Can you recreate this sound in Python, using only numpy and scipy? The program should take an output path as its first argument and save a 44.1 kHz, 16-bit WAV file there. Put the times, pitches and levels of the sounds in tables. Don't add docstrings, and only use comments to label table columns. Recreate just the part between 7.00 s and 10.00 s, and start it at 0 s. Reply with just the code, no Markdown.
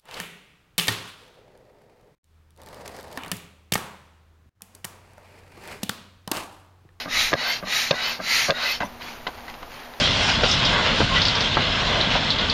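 import sys
import numpy as np
from scipy import signal
from scipy.fft import rfft, irfft
from scipy.io import wavfile
from scipy.ndimage import uniform_filter1d

SR = 44100
rng = np.random.default_rng(int(sys.argv[2]) if len(sys.argv) > 2 else 0)


def gain_from_db(level_db):
    decades = np.asarray(level_db, float) / 20
    return 10 ** decades


def transcribe(signal):
    frames = np.atleast_2d(signal).T
    limited = np.clip(frames, -1, 1)
    pcm = np.round(limited * 32767).astype(np.int16)
    wavfile.write(sys.argv[1], SR, pcm)


N = 132300
T = np.arange(N) / SR

# pitch_hz, density_db (per Hz)
YARD_TONE = [(25, 9), (100, -20), (300, -1.5), (800, 4), (1500, -3), (3500, -9.5), (7000, -19),
             (15000, -7.5)]
# pitch_hz, width_hz, level_db
MACHINE_HUM = [(119, 10, -58), (157, 13, -56.5), (239.3, 4.6, -49)]
# time_s, level_db
WIND_GUSTS = [
    (0, -51),
    (.25, -41),
    (.5, -54.5),
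    (.9, -78),
    (1.3, -56),
    (1.9, -50.5),
    (2.5, -49),
    (3, -60),
]
# start_s, length_s, peak (share of length), level_db, air_column_pitch (ratio)
UP_STROKES = [
    (-.2, 0.28, 0.35, -23.5, 0.97),
    (.34, 0.28, 0.44, -24, 1.04),
    (.915, 0.29, 0.43, -24.5, 1.02),
    (1.505, 0.3, 0.51, -23.5, 1.01),
    (1.995, 0.2, 0.25, -40, 1.16),
]
# start_s, length_s, peak (share of length), level_db, air_column_pitch (ratio)
DOWN_STROKES = [
    (.07, 0.3, 0.45, -21, 0.97),
    (.635, 0.32, 0.45, -22, 0.97),
    (1.19, 0.36, 0.5, -20.5, 1.035),
]
# pitch_hz, density_db (per Hz)
UP_JET = [(150, -38.5), (600, 2), (1200, 1.5), (2100, 5), (3200, 1.5), (4300, 5), (6500, -21.5),
          (15000, -5.5)]
DOWN_JET = [(150, -45), (600, -4.5), (1200, -2.5), (2100, 8.5), (3200, 4.5), (4300, 0.5), (6500, -2.5),
            (15000, -2.5)]
# pitch_hz, width_hz, level_db (over the jet), gain_db (along the stroke)
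UP_PIPE = [(1520, 43, -11, -3), (1995, 46, -7, -6.5), (2516, 99, -10.5, 8), (2932, 19, -11, 5),
           (3880, 100, -8.5, -6.5), (4290, 110, -7, 7), (4840, 140, -18, 16), (5010, 170, -18, 21)]
DOWN_PIPE = [(1320, 23, -17.5, -23), (2057, 210, -8.5, -13), (2460, 84, -17.5, 9), (4030, 160, -6, 0.5),
             (4396, 250, -7, 0), (5300, 340, -12, 12), (5960, 130, -18, 21), (12800, 830, -17.5, .3)]
# start_s, thud_db, jolt_db
HEAD_STOPS = [(.0575, -23.5, -31.5), (0.0626, -32, -37), (0.07, -29, -36), (.078, -26, -32),
              (0.627, -25.5, -30), (.633, -23.5, -52), (.641, -29, -38), (0.669, -26, -36.5),
              (1.193, -27, -34), (1.2, -21, -33), (1.208, -33, -31.5), (1.842, -34, -27)]
# start_s, thud_db, thud_tilt_db (per octave), clack_db, clack_tilt_db (per octave)
FOOT_KNOCKS = [(.3198, -15.5, -1, -38, 0), (.3298, -8.5, 2, -22, -2), (.3325, -12, -7.5, -40, 0),
               (.3365, -8, 4, -12, 6), (.341, -20, -9, -34, 0), (.352, -19, 0.5, -50, 0),
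               (.9072, -15, 3, -26, 2), (.9097, -10.5, -3.5, -6, 5), (.9125, -16.5, -2, -11, -7),
               (.917, -17, 5, -30, -3), (.928, -16.5, 1.5, -31, -3), (.939, -21, -3.5, -52, 0),
               (1.4815, -19, 3, -45, 0), (1.486, -18.5, -5, -45, 0), (1.4918, -10.5, -1, -40, 0),
               (1.4965, -15, -2.5, -32, 6), (1.5, -9.5, 0.5, -37, 0), (1.5058, -14, 2, -8, -4),
               (1.5072, -26, -2, -8.5, -16), (1.511, -17, -2, -28, -2), (1.520, -19, -4.5, -26, -8)]
# pitch_hz, level_db, t60_s
BARREL_MODES = [(136, -9.5, 0.034), (164, -15, 0.068), (313, -4, 0.018), (443, -11.5, 0.037),
                (546, 0.5, 0.041), (625, 1, 0.043), (743, -6, 0.04), (1046, -3.5, 0.03),
                (1195, -1.5, 0.036), (1606, -3.5, 0.041), (2010, 4, 0.0072)]
CLACK_MODES = [(1640, -12, 0.0082), (2310, -35, 0.012), (2720, 3, 0.013), (3450, -22, 0.0091),
               (3670, 11, 0.0058), (4280, 4.5, 0.0062), (5200, -9.5, 0.016), (5600, -19, 0.0066),
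               (5960, -7.5, 0.0056)]
JOLT_MODES = [(72.5, 2, 0.13), (120, -4.5, 0.057), (194.6, 3.5, 0.13), (268, 2, 0.11)]
# start_s, length_s, from_hz, to_hz, level_db
VALVE_WHISTLES = [
    (0.455, .075, 15500, 12000, -33),
    (0.51, .045, 10500, 5000, -39),
    (1.065, 0.045, 15500, 13000, -32),
    (1.105, .048, 9200, 4600, -45),
    (1.70, 0.035, 14400, 12600, -32.5),
    (1.832, 0.03, 9200, 11300, -45),
    (1.835, .045, 5800, 6100, -49),
]
# start_s, level_db, rattle_s, tilt_db (per octave)
HOSE_TAPS = [(1.803, -23, .003, 1), (1.8052, -13, 0.0036, -1.5), (1.8107, -15.5, 0.0048, -6.5),
             (1.8132, -18.5, 0.0085, -4.5), (1.819, -20, 0.0062, -2), (1.8225, -18.5, 0.0068, -4),
             (1.8295, -17, 0.0091, -7.5), (1.836, -25, 0.0091, -8), (1.843, -32, 0.019, -6),
             (1.85, -31, 0.0067, -13), (2.01, -32, 0.007, 7), (2.022, -26, 0.0031, 9),
             (2.2675, -15.5, 0.0055, -1.5), (2.271, -13, .004, 3), (2.276, -23, 0.0059, 9),
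             (2.2793, -21.5, 0.007, -6), (2.284, -31, 0.0092, -13), (2.292, -29.5, 0.0091, -6),
             (2.379, -33, 0.0039, 3), (2.385, -32, 0.0095, -6), (2.406, -32, 0.0024, 6),
             (2.48, -25, 0.006, -1.5), (2.482, -27, 0.0065, 2), (2.498, -43, 0.005, 11),
             (2.541, -26, 0.0029, 9), (2.551, -28, 0.002, 1.5), (2.622, -31.5, 0.0061, -5),
             (2.629, -24, 0.0043, -4), (2.634, -34, 0.0043, 3), (2.747, -30, 0.0027, -5),
             (2.77, -42, .003, 0), (2.832, -32.5, 0.0067, 5), (2.937, -31, 0.0038, 8)]
# pitch_hz, level_db, t60_s
HANDLE_MODES = [(266, -13.5, 0.031), (564, -5, 0.044), (709, -6, 0.067), (850, 6, 0.015),
                (1005, 4.5, 0.038), (1200, 2, 0.018), (1550, 3, 0.054), (2030, 7.5, 0.02),
                (2600, 4.5, 0.012), (2970, -5, 0.027), (3780, 0, 0.017), (4080, -1, 0.015),
                (4820, -7.5, 0.015), (6250, -28, 0.0063)]
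# time_s, level_db
RUSTLE_LEVEL = [(1.86, -40), (1.969, -91), (2.021, -37), (2.05, -38.5), (2.15, -42.5), (2.2, -52),
                (2.32, -49), (2.44, -53), (2.5, -41.5), (2.58, -61), (2.66, -63), (2.72, -43), (2.78, -42),
                (2.86, -45), (2.91, -57), (3.0, -49)]
# pitch_hz, density_db (per Hz)
RUSTLE_COLOUR = [(150, -17), (500, -11), (1000, -1.5), (2500, -4.5), (4500, -12.5), (7000, -21),
                 (15000, -9.5)]


def evened(x):
    return x / np.sqrt(np.mean(x ** 2) + 1e-20)


def read(points, hz):
    f, value = np.transpose(points)
    return np.interp(np.log(hz + 1), np.log(f + 1), value)


def wander(rate):
    slowed = rfft(rng.standard_normal(N)) / (1 + (np.fft.rfftfreq(N, 1 / SR) / rate) ** 4)
    return evened(irfft(slowed, N))


def noise(tone, patch_db, tilt_db=np.zeros(N)):
    tilt_above_hz = 1650
    frames, hz = N // 64 + 5, np.fft.rfftfreq(512, 1 / SR)
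    a, b, patches = rng.standard_normal((frames, len(hz), 3)).T
    patches = uniform_filter1d(patches, size=4, axis=0)
    patches = evened(uniform_filter1d(patches, size=20, axis=1))
    octaves = np.log2(np.maximum(hz, tilt_above_hz) / tilt_above_hz)[:, None]
    tilt = np.interp(np.arange(frames) * 64, np.arange(N), tilt_db) * octaves
    z = (a + 1j * b) * gain_from_db(read(tone, hz)[:, None] + patch_db * patches + tilt)
    return evened(signal.istft(z, nperseg=512, noverlap=448)[1][:N])


def resonate(x, hz, width):
    turn = np.exp(2j * np.pi * np.cumsum(hz * np.ones(len(x))) / SR)
    r = np.exp(-np.pi * width / SR)
    return 2 * (turn * signal.lfilter([1 - r], [1, -r], x / turn)).real


def add(mix, s, sound):
    part = mix[round(s * SR):][:len(sound)]
    part += sound[:len(part)]


def ring(modes, tilt_db=0., free=1.):
    detune, chance_db = 0.031, 0.5
    puff_db, puff_s = -22, 0.0043
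    rise_s = .0005
    t, out = T[:4000], np.zeros(4000)
    for (hz, db, t60), (u, v, w) in zip(modes, rng.random((len(modes), 3))):
        level_db = db + tilt_db * np.log2(hz / 1000) + chance_db * (v - .5)
        decay_db = -60 * t / (t60 * free)
        tone = np.sin(2 * np.pi * hz * (1 + detune * (u - .5)) * t)
        out += gain_from_db(level_db + decay_db) * tone * np.sign(w - .5)
    contact = gain_from_db(puff_db) * rng.standard_normal(800) * np.exp(-T[:800] / (puff_s * free))
    contact[0] = 1
    out = signal.fftconvolve(out * (1 - np.exp(-t / (rise_s * free))), contact)
    return out / abs(out).max()


def steady(hz, width):
    tone = resonate(rng.standard_normal(N), hz, width)
    return evened(tone / np.sqrt(uniform_filter1d(tone ** 2, size=3000) + 0.22 * np.mean(tone ** 2)))


def yard():
    floor_db, wind_hz, gust_db = -40.5, 50, 5
    fade_db = -2 * T
    hum = sum(gain_from_db(db + fade_db + 2.0 * wander(7.9)) * steady(hz, w) for hz, w, db in MACHINE_HUM)
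    wind = signal.sosfilt(signal.butter(2, wind_hz, fs=SR, output="sos"), rng.standard_normal(N))
    wind_db = np.interp(T, *np.transpose(WIND_GUSTS)) + gust_db * wander(2.0)
    return gain_from_db(floor_db) * noise(YARD_TONE, 0.63) + hum + gain_from_db(wind_db) * evened(wind)


def hiss(strokes, power, jet, pipe, bend, late_db):
    flat_top = 0.41
    slow_dull_db = -5
    patch_db, flutter_db = 1, -0.5
    pipe_wobble, pipe_flicker_db = .008, 3
    speed, level, travel, pitch = np.zeros(N), np.zeros(N), np.zeros(N), np.ones(N)
    for start, length, peak, db, share in strokes:
        pitch[T >= start] = share
        u = np.clip((T - start) / length, 0, 1)
        skew = np.log(.5) / np.log(peak)
        arch = np.sin(np.pi * u ** skew) * (u < 1)
        speed += arch
        level += gain_from_db(db) * np.tanh(flat_top * arch ** power) / np.tanh(flat_top)
        travel += (u - .5) * (arch > 0)
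    air = noise(jet, patch_db, slow_dull_db * (1 - np.clip(speed, 0, 1)) + late_db * travel)
    white = rng.standard_normal(N)
    for hz, width, db, gain_db in pipe:
        sing_db = db + gain_db * travel + pipe_flicker_db * wander(10.4)
        column_hz = hz * (pitch + bend * travel + pipe_wobble * wander(37))
        air = air + gain_from_db(sing_db) * evened(resonate(white, column_hz, width))
    return level * evened(air * gain_from_db(flutter_db * wander(420)))


def pump_air():
    up = hiss(UP_STROKES, 1.37, UP_JET, UP_PIPE, bend=0.13, late_db=13)
    down = hiss(DOWN_STROKES, 1.64, DOWN_JET, DOWN_PIPE, bend=0.062, late_db=1.5)
    return down + signal.sosfilt(signal.butter(8, 14000, fs=SR, output="sos"), up)


def knocks():
    out = np.zeros(N)
    for s, thud_db, jolt_db in HEAD_STOPS:
        add(out, s, gain_from_db(thud_db) * ring(BARREL_MODES, 1.5) + gain_from_db(jolt_db) * ring(JOLT_MODES))
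    for s, thud_db, thud_tilt_db, clack_db, clack_tilt_db in FOOT_KNOCKS:
        thud = gain_from_db(thud_db) * ring(BARREL_MODES, thud_tilt_db, 0.72)
        clack = gain_from_db(clack_db) * ring(CLACK_MODES, clack_tilt_db, 0.81)
        add(out, s, thud + clack)
    return signal.sosfilt(signal.butter(2, 80, "highpass", fs=SR, output="sos"), out)


def whistles():
    width_hz = 320
    out = np.zeros(N)
    for start, length, from_hz, to_hz, db in VALVE_WHISTLES:
        u = np.linspace(0, 1, round(length * SR))
        hz = from_hz * (to_hz / from_hz) ** u
        tone = resonate(rng.standard_normal(len(u)), hz, width_hz)
        tone = resonate(tone, hz, width_hz)
        add(out, start, gain_from_db(db) * evened(tone) * np.sin(np.pi * u))
    return out


def taps():
    rattle_per_s, scrape_db, scrape_hz = 450, -20, (450, 4500)
    free_ring_s = 0.0096
    out = np.zeros(N)
    for s, db, length, tilt_db in HOSE_TAPS:
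        dying = np.exp(-T[:3000] / length)
        bounce = rng.standard_normal(3000) * (rng.random(3000) < rattle_per_s / SR) * dying * 0.53
        bounce[0] = 1
        scrape = signal.lfilter(*signal.butter(2, scrape_hz, "bandpass", fs=SR), rng.standard_normal(3000))
        add(out, s, gain_from_db(db + scrape_db) * dying * evened(scrape))
        body = ring(HANDLE_MODES, tilt_db, min(length / free_ring_s, 1))
        add(out, s, gain_from_db(db) * signal.fftconvolve(bounce, body))
    return out


def rustle():
    crinkle_db, crinkles_per_s = -5.5, 1300
    size_db = 4.8 * np.minimum(rng.exponential(1, N), 3.5)
    crinkle = (rng.random(N) < crinkles_per_s / SR) * gain_from_db(size_db) * rng.choice([-1, 1], N)
    grains = sum(evened(resonate(crinkle * (rng.random(N) < .4), hz, 500)) for hz in (920, 1720, 2500, 4300))
    body = noise(RUSTLE_COLOUR, 3.3) * gain_from_db(1.2 * wander(43)) + gain_from_db(crinkle_db) * evened(grains)
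    level_db = np.interp(T, *np.transpose(RUSTLE_LEVEL))
    return body * gain_from_db(level_db) * np.clip((T - 1.84) / 0.016, 0, 1)


def scene():
    return (yard() + pump_air() + knocks() + whistles() + taps() + rustle())[None]


def band_limit(x):
    return signal.sosfilt(signal.butter(12, 15220, fs=SR, output="sos"), x)


def record(dry):
    notch_hz, notch_width_hz, notch_db = 7930, 300, -50
    shelf_hz, shelf_db = 7220, -8
    top_hz, top_db = 14200, -7
    holes_from_hz, hole_db = 7200, -35
    quiet_hole_share, loud_hole_share = .2, .36
    hz, _, z = signal.stft(dry, SR, nperseg=1024)
    notch = notch_db * np.exp(-((hz - notch_hz) / notch_width_hz) ** 2)
    shelf = shelf_db * (1 + np.tanh((hz - shelf_hz) / 400)) / 2
    top = top_db * np.clip(hz - top_hz, 0, 1500) / 1500
    z = z * gain_from_db(notch + shelf + top)[:, None]
    power = abs(z[0]) ** 2
    loud = np.clip((10 * np.log10(power.sum(0) + 1e-12) + 45) / 12, 0, 1)
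    chance = rng.random((z.shape[2] // 5 + 1, len(hz) // 3 + 1))
    chance = chance.repeat(5, axis=0).repeat(3, axis=1)[:z.shape[2], :len(hz)].T
    weak = uniform_filter1d(power, size=7, axis=0) < 2 * uniform_filter1d(power, size=81, axis=0)
    share = quiet_hole_share + (loud_hole_share - quiet_hole_share) * loud
    share = share * (1 + 1.5 * (hz > top_hz))[:, None]
    holes = (chance < share) * weak * (hz > holes_from_hz)[:, None]
    mix = signal.istft(z * gain_from_db(hole_db * holes), SR, nperseg=1024)[1][:, :N]
    return band_limit(mix)


dry = scene()
out = record(dry)
transcribe(out)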